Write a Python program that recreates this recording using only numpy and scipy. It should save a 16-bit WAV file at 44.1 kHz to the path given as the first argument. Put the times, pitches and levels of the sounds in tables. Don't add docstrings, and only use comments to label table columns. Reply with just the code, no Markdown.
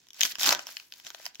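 import sys
import numpy as np
from scipy import signal
from scipy.fft import rfft, irfft
from scipy.io import wavfile

SR = 44100
rng = np.random.default_rng(int(sys.argv[2]) if len(sys.argv) > 2 else 0)


def dump_mix(stems):
    frames = np.atleast_2d(stems).T
    limited = np.clip(frames, -1, 1)
    pcm = np.round(limited * 32767).astype(np.int16)
    wavfile.write(sys.argv[1], SR, pcm)


N = 61739

# (time [s], facet ring [dB], facet pitch [Hz], flap of the whole sheet [dB])
FILM_SNAPS = [(0.069, -59, 3700, -69), (0.0862, -54, 5700, -76), (0.1049, -47, 3400, -67),
              (0.1324, -49, 5700, -75), (0.1445, -50, 5800, -66), (0.194, -46, 3000, -51),
              (0.2084, -20, 5700, -36), (0.214, -19.5, 3400, -39), (0.2262, -28, 3500, -51),
              (0.2329, -17, 3450, -42), (0.2518, -24, 5600, -38), (0.3543, -35, 2900, -43),
              (0.3845, -42, 5800, -66), (0.3959, -32, 5200, -50), (0.4116, -29, 3600, -37),
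              (0.432, -22, 3400, -35), (0.444, -27, 3100, -33), (0.4615, -25, 5200, -31),
              (0.4732, -22, 3500, -29), (0.4915, -16.5, 4200, -25), (0.5069, -24, 4900, -35),
              (0.511, -30, 5500, -30), (0.5235, -25, 5000, -23), (0.5266, -20.5, 5500, -30),
              (0.5319, -35, 3700, -28), (0.5488, -28, 3400, -36), (0.5927, -35, 2800, -37),
              (0.6689, -37, 5500, -47), (0.6894, -46, 3200, -46), (0.7687, -33, 2700, -53),
              (0.799, -42.5, 2600, -57), (0.9227, -39.5, 2850, -60), (0.9378, -45, 4000, -59),
              (0.9991, -49, 3000, -56), (1.0483, -48, 3500, -67), (1.0669, -39, 3050, -52),
              (1.1032, -41, 3700, -43), (1.1469, -40, 3800, -43), (1.1992, -54, 2100, -51),
              (1.2549, -36.5, 5200, -48), (1.2635, -32.5, 5200, -39), (1.3464, -49, 4000, -75),
              (1.3546, -45, 3100, -70), (1.3973, -37, 3000, -55)]
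# (time [s], crackle level [dB], sheet flap level [dB])
FIRST_SEAM_PULL = [(.15, -64, -82), (.2, -46.5, -62), (.258, -30, -42), (.29, -43.5, -72),
                   (.322, -36.5, -63), (.34, -77, -58)]
SECOND_SEAM_PULL = [(.385, -46, -51), (.405, -31.5, -54), (.482, -24.5, -30), (.498, -29, -34),
                    (.53, -32.5, -38.5), (.565, -58, -44), (.64, -49, -68)]
# (time [s], rustle level [dB], treble level [dB])
FILM_SLIDE = [(0, -65, -72.5), (.125, -73.5, -101), (.15, -54, -72), (.31, -56, -48), (.36, -59.5, -63),
              (.45, -37, -52), (.65, -57, -68.5), (.7, -48, -50), (.89, -68, -66.5), (.98, -59, -59.5),
              (1.03, -62, -68), (1.07, -45, -55.5), (1.11, -60, -63), (1.27, -48.5, -55), (1.33, -71, -79),
              (1.4, -60.5, -65)]
# (time [s], peak of the envelope [dB], pitch [Hz])
CARD_KNOCKS = [(1.05, -61, 171), (1.146, -49, 670), (1.199, -47, 634), (1.395, -49.5, 198)]
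# (frequency [Hz], relative density [dB per Hz])
FILM_COLOUR = [(30, -27), (130, -14), (350, -1.5), (440, -13.5), (700, -4.5), (2900, -2), (5700, 1),
               (7400, -3), (8600, -7), (11500, 2.5), (15800, 1)]
# (centre [Hz], gain [dB] whose excess over 1 is added to the base)
PACK_RESONANCES = [(610, 5.5), (970, 8), (1540, 11)]
# (frequency [Hz], likeness [0-1])
STEREO_LIKENESS = [(60, 0.4), (600, 0.97), (4000, 0.15), (14000, 0)]
# (frequency [Hz], time to fall by 60 dB [s])
ROOM_DECAY = [(150, 0.46), (4000, 0.22), (14000, 0.077)]
# (frequency [Hz], relative density [dB per Hz])
ROOM_TONE_COLOUR = [(25, -22), (80, -10), (390, -9.5), (600, -19.5), (6500, -25.5), (8700, -24)]

TIME = np.arange(N) / SR
PAD = 2 ** 17

FLAP_TOP_HZ, FIZZ_FROM_HZ, SNAP_LOW_HZ = 1753, 7960, 463
PACK_WIDTH_HZ, PACK_BASE_GAIN = 95, 1.5

FIZZ_DB, FIZZ_DB_PER_OCTAVE, USUAL_FACET_HZ = -6.5, 6, 4570
SNAP_SIZE = 1024
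SNAP_WINDOW_S = .004
SNAP_RISE_S, SNAP_S, SNAP_TAIL_S, SNAP_TAIL_DB = .00014, .0006, .0018, -15
FLAP_S = .0015
FACET_Q, MODE_RATIO, PARTNER_DB = 4.5, 1.7, -4.5

FRACTURES_PER_S, FRACTURE_SPREAD_DB, FRACTURE_GRAIN_S, TEAR_FIZZ_DB = 1100, 3.5, .00046, -4
SLIPS_PER_S, SLIP_SPREAD_DB, SLIP_GRAIN_S, SLIDE_FLAP_DB = 2200, 4.5, .00013, -13
WAVER_DB, WAVER_S = 3, .012
KNOCK_S = .0018

LAG_S, LAG_DRIFT_S_PER_S = .00003, -.00008
FLAP_LEFT_DB = -1.43

ROOM_DB, NEAR_DB, NEAR_S = -16, -11.5, .0044
TONE_DB = -73.5
EDGE_HZ = 16000


def amp(db):
    return 10 ** (np.asarray(db) / 20)


def evened(x):
    return x / np.sqrt(np.mean(x ** 2) + 1e-20)


def read(points, hz):
    f, value = np.transpose(points)
    return np.interp(np.log(hz + 1), np.log(f + 1), value)


def levels(rows):
    s, *columns = np.transpose(rows)
    return [amp(np.interp(TIME, s, db, left=-120, right=-120)) for db in columns]


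def colour(x, gain):
    size = 2 * (len(gain) - 1)
    log_gain = np.log(np.maximum(gain, gain.max() * 1e-4))
    mirrored = np.r_[log_gain, log_gain[-2:0:-1]]
    response = np.exp(np.conj(signal.hilbert(mirrored)))[:len(gain)]
    return irfft(rfft(x, size) * response)[..., :x.shape[-1]]


def ports(x, lag_s, size):
    hz = np.fft.rfftfreq(size, 1 / SR)
    a, b = rfft(x, size)
    same = np.clip(read(STEREO_LIKENESS, hz), 0, 1)
    mid, side = a * np.sqrt(1 + same), b * np.sqrt(1 - same)
    left = (mid + side) * np.exp(-2j * np.pi * hz * lag_s)
    right = mid - side
    return irfft(np.array([left, right]))[:, :x.shape[-1]]


def lean(db):
    return amp([[db], [-db]])


def add(mix, s, sound):
    part = mix[:, max(round(s * SR), 0):][:, :sound.shape[1]]
    part += sound[:, :part.shape[1]]


def room_tone():
    air = ports(rng.standard_normal((2, N)), 0, PAD)
    gain = amp(read(ROOM_TONE_COLOUR, np.fft.rfftfreq(PAD, 1 / SR)))
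    return amp(TONE_DB) * evened(colour(air, gain))


def room(x):
    t = np.arange(SR // 2) / SR
    noise, taps = rng.standard_normal((2, 2, len(t)))
    sparse = rng.random(taps.shape) < .04
    near = taps * sparse * (t > .0015) * np.exp(-t / NEAR_S)
    hz, s, z = signal.stft(noise * (t > .006), SR, nperseg=256)
    decay = amp(-60 * s / read(ROOM_DECAY, hz)[:, None])
    tail = signal.istft(z * decay, SR, nperseg=256)[1][:, :len(t)]
    echoes = amp(NEAR_DB) * evened(near) + amp(ROOM_DB) * evened(tail)
    echoes = echoes / np.sqrt(len(t))
    return signal.fftconvolve(x, echoes, axes=1)[:, :N]


def knocks():
    out = np.zeros((2, N))
    for s, db, hz in CARD_KNOCKS:
        envelope = TIME / KNOCK_S * np.exp(1 - TIME / KNOCK_S)
        thump = np.sin(2 * np.pi * hz * TIME) * envelope
        add(out, s, amp(db) * thump[None])
    return out


def bump(hz, centre_hz, width_hz, db):
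    return (amp(db) - 1) / (1 + (2 * (hz - centre_hz) / width_hz) ** 2)


def film_bands(size):
    hz = np.fft.rfftfreq(size, 1 / SR)
    pack = PACK_BASE_GAIN + sum(bump(hz, f, PACK_WIDTH_HZ, db) for f, db in PACK_RESONANCES)
    film = amp(read(FILM_COLOUR, hz)) * pack
    low = 1 / (1 + (hz / FLAP_TOP_HZ) ** 8)
    high = 1 - 1 / (1 + (hz / FIZZ_FROM_HZ) ** 24)
    return film * np.sqrt(low), film * np.sqrt((1 - low) * (1 - high)), film * np.sqrt(high)


def crackle(per_s, spread_db, grain_s):
    lag = LAG_S + LAG_DRIFT_S_PER_S * TIME.mean()

    def cracks(band):
        sizes = amp(spread_db * np.minimum(rng.exponential(1, N), 3))
        sizes = sizes * (rng.random(N) < per_s / SR)
        power = signal.lfilter([1], [1, -np.exp(-2 / (grain_s * SR))], sizes ** 2)
        noise = ports(rng.standard_normal((2, N)), lag, PAD)
        return colour(np.sqrt(power) * noise, band)

    flap, ring, fizz = film_bands(PAD)
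    low = 1 / (1 + (np.fft.rfftfreq(PAD, 1 / SR) / USUAL_FACET_HZ) ** 10)
    flaps = cracks(flap)
    rings = cracks(ring * np.sqrt(low)) + cracks(ring * np.sqrt(1 - low))
    return evened(flaps), evened(rings), evened(cracks(fizz))


def slide():
    flap, ring, fizz = crackle(SLIPS_PER_S, SLIP_SPREAD_DB, SLIP_GRAIN_S)
    rustle, treble = levels(FILM_SLIDE)
    waver = np.interp(TIME / WAVER_S, np.arange(N), rng.uniform(-1, 1, N))
    grip = amp(WAVER_DB * waver)
    return grip * (rustle * (ring + amp(SLIDE_FLAP_DB) * flap) + treble * fizz)


def tear():
    flap, ring, fizz = crackle(FRACTURES_PER_S, FRACTURE_SPREAD_DB, FRACTURE_GRAIN_S)
    crack, shake = np.add(levels(FIRST_SEAM_PULL), levels(SECOND_SEAM_PULL))
    return crack * (ring + amp(TEAR_FIZZ_DB) * fizz) + shake * lean(FLAP_LEFT_DB) * flap


def facet_mode(crack, ring, f):
    hz = np.fft.rfftfreq(SNAP_SIZE, 1 / SR)
    resonance = hz / np.hypot(hz, FACET_Q * (hz ** 2 / f - f))
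    return evened(colour(crack, ring * resonance))


def snaps():
    out = np.zeros((2, N))
    t, hz = np.arange(SNAP_SIZE) / SR, np.fft.rfftfreq(SNAP_SIZE, 1 / SR)
    flap, ring, fizz = film_bands(SNAP_SIZE)
    flap = flap * np.sqrt(1 - 1 / (1 + (hz / SNAP_LOW_HZ) ** 10))
    click = np.outer([1, 0], signal.unit_impulse(SNAP_SIZE, round(2 * SNAP_RISE_S * SR)))
    rise = 1 - np.exp(-t / SNAP_RISE_S)
    sharp = rise * (np.exp(-t / SNAP_S) + amp(SNAP_TAIL_DB) * np.exp(-t / SNAP_TAIL_S))
    soft = rise * np.exp(-t / FLAP_S)
    for s, ring_db, facet_hz, flap_db in FILM_SNAPS:
        octaves = np.log2(facet_hz / USUAL_FACET_HZ)
        fizz_db = ring_db + FIZZ_DB + FIZZ_DB_PER_OCTAVE * octaves
        lag = LAG_S + LAG_DRIFT_S_PER_S * s
        shiver = rng.standard_normal((2, SNAP_SIZE))
        crack = ports(click + shiver * sharp, lag, SNAP_SIZE)
        push = ports(click + shiver * soft, lag, SNAP_SIZE)
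        partner_hz = facet_hz * MODE_RATIO if facet_hz < USUAL_FACET_HZ else facet_hz / MODE_RATIO
        main = facet_mode(crack, ring, facet_hz)
        partner = facet_mode(crack, ring, partner_hz)
        sound = amp(ring_db) * (main + amp(PARTNER_DB) * partner)
        sound += amp(flap_db) * lean(FLAP_LEFT_DB) * evened(colour(push, flap))
        sound += amp(fizz_db) * evened(colour(crack, fizz))
        add(out, s, sound * np.sqrt(SNAP_WINDOW_S * SR / SNAP_SIZE))
    return out


def scene():
    wrapper = snaps() + tear() + slide() + knocks()
    return wrapper + room(wrapper) + room_tone()


def record(dry):
    low_pass = signal.firwin(255, EDGE_HZ, window=("kaiser", 9), fs=SR)
    return signal.oaconvolve(dry, low_pass[None], "same")


dry = scene()
out = record(dry)
dump_mix(out)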